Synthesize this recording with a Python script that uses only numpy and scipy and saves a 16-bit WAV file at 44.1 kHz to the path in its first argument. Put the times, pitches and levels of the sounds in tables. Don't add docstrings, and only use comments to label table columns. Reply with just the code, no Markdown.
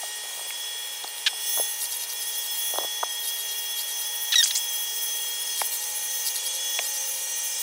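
import sys
import numpy as np
from scipy import signal
from scipy.fft import rfft, irfft, next_fast_len
from scipy.io import wavfile
from scipy.ndimage import map_coordinates

SR = 44100
rng = np.random.default_rng(int(sys.argv[2]) if len(sys.argv) > 2 else 0)


def wrap_up_sound(samples):
    columns = np.atleast_2d(samples).T
    tamed = np.clip(columns, -1, 1)
    steps = np.round(tamed * 32767).astype(np.int16)
    wavfile.write(sys.argv[1], SR, steps)


N = 336174

# time_s, stroke_hz
STROKE_RATE = [(0, 478), (1.15, 480), (1.55, 484), (2.3, 481.5), (3.1, 478.5), (3.7, 480.5), (5.2, 474.5),
               (5.85, 482), (6.15, 477.5), (6.45, 482), (6.7, 480), (7.1, 481.5), (7.62, 479)]
STROKE_OVERTONES = [-60, -54, -53, -37, -55, -51, -53, -44, -45, -39, -46, -50, -48, -44, -51, -50, -48,
                    -44, -49, -40, -50, -48, -56, -49, -54, -44, -49, -42, -43, -46]
# time_s, gain_db
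RESONANCE_GAIN = [(0, -9), (1.3, -15.5), (1.5, 0), (3.7, 2.5), (4.7, 2), (6.6, 1.5), (7.62, 3)]
# time_s, gain_db
HOUSING_GAIN = [(0, -7.5), (.35, -5), (.57, 1.5), (.86, 2.5), (1.13, -9), (1.45, 4), (1.61, 5.5),
                (1.75, -6), (2.4, 4.5), (4.7, 3.5), (5.55, 1.5), (5.8, -10), (6.1, -3), (6.78, 5.5),
                (6.9, -5), (7.28, -19), (7.62, -5)]
# time_s, gain_db
BLADE_GAIN = [(0, 0.5), (1.33, -2.5), (1.5, 3), (1.8, -4), (2.65, -1), (3.2, -4), (4.6, -1.5), (6.1, 1.5),
              (7.62, 3)]
# time_s, gain_db
TEETH_GAIN = [(0, -8.5), (1.3, -8), (1.45, -0.5), (1.62, 5.5), (2, -5.5), (2.66, 4.5), (3.05, -5.5),
              (3.6, 2), (3.85, 0), (4.55, 2), (6.1, -1.5), (6.6, -4.5), (6.95, 0.5), (7.25, -4),
              (7.62, -1.5)]
# first_s, last_s, count, half_width_s, level_db, fade_per_bite_db
BITE_RUNS = [(0.343, .978, 2, 0.033, -44, 0.5), (1.841, 2.125, 4, .042, -27, 1.5),
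             (2.241, 2.568, 4, 0.038, -32.5, 0.2), (3.136, 3.138, 1, 0.0501, -35, 0),
             (3.278, 3.65, 4, .055, -29, 2.5), (3.801, 4.023, 3, .044, -28.5, 2),
             (4.752, 5.311, 2, 0.037, -41, 0.5), (5.605, 5.603, 1, 0.044, -26, -0.5),
             (5.745, 5.917, 3, .034, -29.5, 2), (6.276, 6.561, 4, 0.03, -25, 2),
             (6.86, 7.275, 5, .03, -28, 3), (7.42, 7.55, 3, 0.011, -34, 1.5)]
# freq_hz, density_db
STEEL_SPECTRUM = [(300, -37), (1500, -8), (2400, -14.5), (3300, 8), (4400, -13), (6100, 5.5), (7200, -2.5),
                  (8500, 3.5), (12000, -0.5), (13200, 1.5), (15500, 1.5)]
# freq_hz, density_db
HAIR_SPECTRUM = [(500, -22), (2600, -1.5), (3800, 9), (6000, 10.5), (7400, 7.5), (9300, 9), (11000, 15.5),
                 (13000, 5), (16000, 7)]
# start_s, length_s, first_pitch_hz, last_pitch_hz, relative_db, fade_db,
# first_resonance_hz, last_resonance_hz, roughness
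SQUEAK_EVENTS = [(1.262, .018, 1700, 1580, -13.5, 6, 3300, 3100, 0.65),
                 (4.321, 0.025, 2150, 1340, -19, 2.5, 4230, 2800, 0.42),
                 (4.355, 0.027, 1960, 1910, -9.5, 17, 4200, 3540, 0.14),
                 (4.381, 0.032, 1900, 1820, -13.5, 4.5, 5100, 3100, 0.08),
                 (4.427, 0.0087, 1606, 1614, -12.5, 7, 2740, 5460, 0.12),
                 (4.438, 0.012, 1560, 1260, -15, 6, 6450, 7100, 0.42),
                 (4.456, 0.032, 1250, 1253, -26.5, 2.5, 6200, 7000, .7),
                 (4.506, 0.0074, 2050, 1860, -22.5, 1, 3900, 3880, 0.53),
                 (4.551, 0.04, 1950, 2650, -17.5, 14, 5460, 8150, .45)]
# start_s, level_db, pitch_hz, length_s
HANDLING_CLICKS = [(0.031, -29.5, 687, 0.0093), (0.505, -24.5, 2230, 0.0031), (1.038, -28, 3720, 0.0035),
                   (1.042, -28, 754, 0.0072), (1.076, -29.5, 4380, 0.0047), (1.181, -31, 3900, 0.0028),
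                   (1.329, -33.5, 777, .006), (1.575, -23, 738, 0.003), (1.597, -19.5, 547, 0.0039),
                   (2.784, -21, 3400, .0012), (2.785, -15.5, 707, 0.0015), (2.846, -22, 590.5, 0.0014),
                   (3.03, -15, 970, 0.0022), (3.034, -10.5, 916, 0.0016), (5.6152, -16.5, 2010, 0.0014),
                   (5.616, -15, 850, 0.0038), (6.789, -16.5, 2372, 0.0036), (6.792, -27, 648, 0.0054)]
# start_s, length_s, level_db
RUB_EVENTS = [(0.238, 0.23, -43.5), (1.571, 0.049, -33), (2.738, 0.12, -30)]
# pitch_hz, relative_db
MOTOR_TONES = [(422.7, -63.5), (845.3, -55.5), (939.3, -64.5), (958, -61), (1784.6, -60.5), (1878.5, -49),
               (2301.3, -62.5), (2817.8, -52.5), (3240.5, -52.5), (3287.4, -52), (4226.7, -56.5),
               (5166, -57), (5964.5, -52.5), (8922.5, -49.5)]
# time_s, pitch_hz, rms_db
FAINT_TONE_PATH = [(2.8, 550, -80), (3.3, 543, -68), (4.8, 525, -79), (5.5, 512, -63), (6.3, 520, -60.5),
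                   (6.9, 535, -62.5), (7.5, 530, -54), (7.62, 512, -54)]
# freq_hz, density_db
ROOM_SPECTRUM = [(25, -28), (80, -23), (170, -21.5), (270, -16.5), (380, -11), (480, -0.5), (650, -2),
                 (900, -1), (1200, -5), (1600, -5), (2000, -1.5), (3000, 0), (6000, -5.5), (16000, -20)]

FULL_BITE_DB, FULL_BITE_SAG_HZ = -28, 14
HOUSING_DAMPING_DB, BLADE_DAMPING_DB, TEETH_DAMPING_DB = 7.5, 4, 7.5
SQUEAK_ATTACK_S, SQUEAK_RELEASE_S, SQUEAK_CUTOFF_HZ = 0.0024, 0.0044, 1080
BAND_LIMIT_HZ = 15750


def clippers():
    cutting, sag_hz = bites()
    strokes = blade_strokes(sag_hz)
    housing_db, blade_db, teeth_db = curves(HOUSING_GAIN) + curves(BLADE_GAIN) + curves(TEETH_GAIN)
    teeth_db += 2.44 * wobble(34)
    load = np.tanh(cutting / amp(FULL_BITE_DB))
    tone = whine(strokes, housing_db - HOUSING_DAMPING_DB * load,
                 blade_db - BLADE_DAMPING_DB * load, teeth_db - TEETH_DAMPING_DB * load)
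    return tone + sliding_steel(strokes, blade_db, teeth_db) + shearing(strokes, cutting)


def bites(skew=0.25, drag_scatter=0.1201):
    t = np.arange(N) / SR
    cutting, sag_hz = np.zeros((2, N))
    for first_s, last_s, count, half_width_s, first_db, fade_db in BITE_RUNS:
        for k, centre_s in enumerate(np.linspace(first_s, last_s, round(count))):
            db = first_db - k * fade_db
            near = np.abs(t - centre_s) < 3 * half_width_s
            offset_s = t[near] - centre_s
            side_s = half_width_s * (1 - skew * np.sign(offset_s))
            bite = np.exp(-2 * np.abs(offset_s / side_s) ** 3)
            tuft_drag = np.exp(drag_scatter * rng.standard_normal())
            cutting[near] += amp(db) * bite
            sag_hz[near] += FULL_BITE_SAG_HZ * tuft_drag * np.sqrt(amp(db - FULL_BITE_DB)) * bite
    return cutting, sag_hz


def blade_strokes(sag_hz, waver_hz=0.9, play_cycles=0.0034):
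    free_hz, = curves(STROKE_RATE)
    stroke_hz = free_hz - sag_hz + waver_hz * wobble(45)
    return np.cumsum(stroke_hz) / SR + play_cycles * wobble(260)


def whine(strokes, housing_db, blade_db, teeth_db, gain_db=1.45, drift_db=2, flutter_db=2.5):
    resonance_db, = curves(RESONANCE_GAIN)
    out = np.zeros(N)
    for order, db in enumerate(STROKE_OVERTONES, 4):
        reflection_db = drift_db * wobble(7) + flutter_db * wobble(90)
        if order == 7:
            path_db = housing_db + reflection_db / 2
        else:
            teeth_share = np.clip((order - 17) / 5, 0, 1)
            path_db = reflection_db + blade_db + teeth_share * (teeth_db - blade_db)
        if order == 11:
            path_db += 0.47 * (housing_db - blade_db)
        path_db += resonance_db / (1 + (order - 13) ** 2)
        out += amp(gain_db + db + path_db) * np.sin(2 * np.pi * (order * strokes + rng.random()))
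    return out


def sliding_steel(strokes, blade_db, teeth_db, gain_db=-37.5, pulse_db=1.5, split_hz=12700):
    pulse = amp(pulse_db * np.cos(2 * np.pi * strokes))
    hiss = coloured(pulse * stroke_noise(strokes, memory=0.4), STEEL_SPECTRUM)
    top = highpass(hiss, split_hz, order=8)
    return amp(gain_db) * (amp(0.93 * blade_db) * (hiss - top) + amp(1.8 * teeth_db) * top)


def shearing(strokes, cutting, snap_db=6, scatter_db=1.74):
    snips = amp(snap_db * np.cos(2 * np.pi * strokes) + scatter_db * wobble(450))
    return cutting * coloured(snips * stroke_noise(strokes, memory=0.85), HAIR_SPECTRUM)


def stroke_noise(strokes, memory, points=96):
    fresh = rng.standard_normal((int(strokes[-1]) + 2, points))
    repeating = signal.lfilter([1], [1, -memory], fresh, axis=0)
    return map_coordinates(repeating.ravel(), [strokes * points])


def squeaks(half_width_hz=1400, scrape_cycles=0.14, wander=0.101, shake_db=1.6, gain_db=2.5):
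    out = np.zeros(N)
    orders = np.arange(1, 9)[:, None]
    t = np.arange(SR // 10) / SR
    for start_s, length_s, hz0, hz1, db, fade_db, res0_hz, res1_hz, rough in SQUEAK_EVENTS:
        progress = np.minimum(t / length_s, 1)
        pitch_hz = (hz0 + progress * (hz1 - hz0)) * (1 + wander * rough * wobble(250, len(t)))
        resonance_hz = res0_hz + progress * (res1_hz - res0_hz)
        attack = np.minimum(t / SQUEAK_ATTACK_S, 1)
        release = np.exp(-np.maximum(t - length_s, 0) / SQUEAK_RELEASE_S)
        envelope = attack * amp(shake_db * wobble(300, len(t)) - fade_db * progress) * release
        cycles = np.cumsum(pitch_hz) / SR + scrape_cycles * rough * wobble(1800, len(t))
        weights = 1 / (1 + ((orders * pitch_hz - resonance_hz) / half_width_hz) ** 2)
        partials = weights * np.sin(2 * np.pi * (orders * cycles + rng.random(orders.shape)))
        tone = partials.sum(0) / np.linalg.norm(weights, axis=0)
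        out[round(start_s * SR):][:len(t)] += amp(db + gain_db) * envelope * tone
    return highpass(out, SQUEAK_CUTOFF_HZ, order=4)


def clicks(rows, fall, grit):
    out = np.zeros(N + SR)
    t = np.arange(SR // 20) / SR
    for start_s, db, hz, length_s in rows:
        age = t / (length_s / 2)
        envelope = age * np.exp((1 - age ** 2) / 2)
        cycles = np.cumsum(hz * (0.868 + fall * np.exp(-age))) / SR
        ring = np.sin(2 * np.pi * cycles) + grit * wobble(4 * hz, len(t))
        out[round(start_s * SR):][:len(t)] += amp(db) * envelope * ring
    return out[:N]


def rubs(rate_hz=140, pitch_hz=660, slip_s=0.0027, scatter_db=3):
    slips = []
    for start_s, length_s, db in RUB_EVENTS:
        grid_s = np.arange(start_s, start_s + length_s, 1 / rate_hz)
        for time_s, (late, loud, high) in zip(grid_s, rng.standard_normal((64, 3))):
            onset_s = time_s + 0.295 * late / rate_hz
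            slips.append((onset_s, db + scatter_db * loud, pitch_hz * np.exp(0.15 * high), slip_s))
    return clicks(slips, fall=0.57, grit=0.37)


def second_motor(gain_db=3.5, drift_db=2.0, jitter_samples=0.29):
    t = (np.arange(N) + jitter_samples * wobble(2.95)) / SR
    out = np.zeros(N)
    for hz, db in MOTOR_TONES:
        out += amp(gain_db + db + drift_db * wobble(4)) * np.sin(2 * np.pi * (hz * t + rng.random()))
    return out


def faint_tone(waver_db=3.9):
    hz, rms_db = curves(FAINT_TONE_PATH)
    peak = np.sqrt(2) * amp(rms_db + waver_db * wobble(3.8))
    return peak * np.sin(2 * np.pi * np.cumsum(hz) / SR)


def room_noise(rms_db=-44):
    return amp(rms_db) * coloured(rng.standard_normal(N), ROOM_SPECTRUM)


def mic_bass_cut(x, leak_db, cutoff_hz=350):
    sos = signal.butter(5, cutoff_hz, "high", fs=SR, output="sos")
    return signal.sosfilt(sos, x) + amp(leak_db) * x


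def amp(db):
    return 10 ** (np.asarray(db) / 20)


def curves(rows):
    time_s, *columns = np.transpose(rows)
    return [np.interp(np.arange(N) / SR, time_s, column) for column in columns]


def wobble(rate_hz, size=N):
    knots = rng.standard_normal(int(size * rate_hz / SR) + 4)
    fine = signal.resample(knots, len(knots) * 10)
    return np.interp(np.arange(size) * rate_hz / SR * 10, np.arange(len(fine)), fine)


def filtered(x, response):
    size = next_fast_len(N + SR // 4)
    return irfft(rfft(x, size) * response(np.fft.rfftfreq(size, 1 / SR)), size)[..., :N]


def highpass(x, cutoff_hz, order):
    return filtered(x, lambda hz: 1 - 1 / (1 + (hz / cutoff_hz) ** order))


def coloured(x, spectrum):
    freq_hz, db = np.transpose(spectrum)
    shaped = filtered(x, lambda hz: amp(np.interp(np.log(hz + 1), np.log(freq_hz), db)))
    return shaped / np.sqrt(np.mean(shaped ** 2) + 1e-20)


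def scene():
    mono = clippers() + room_noise() + second_motor() + faint_tone() + squeaks()
    mono += mic_bass_cut(clicks(HANDLING_CLICKS, fall=0.49, grit=0.36), leak_db=-25)
    mono += mic_bass_cut(rubs(), leak_db=-17)
    return np.array([mono, mono])


def record(dry):
    return filtered(dry, lambda hz: hz < BAND_LIMIT_HZ)


dry = scene()
out = record(dry)
wrap_up_sound(out)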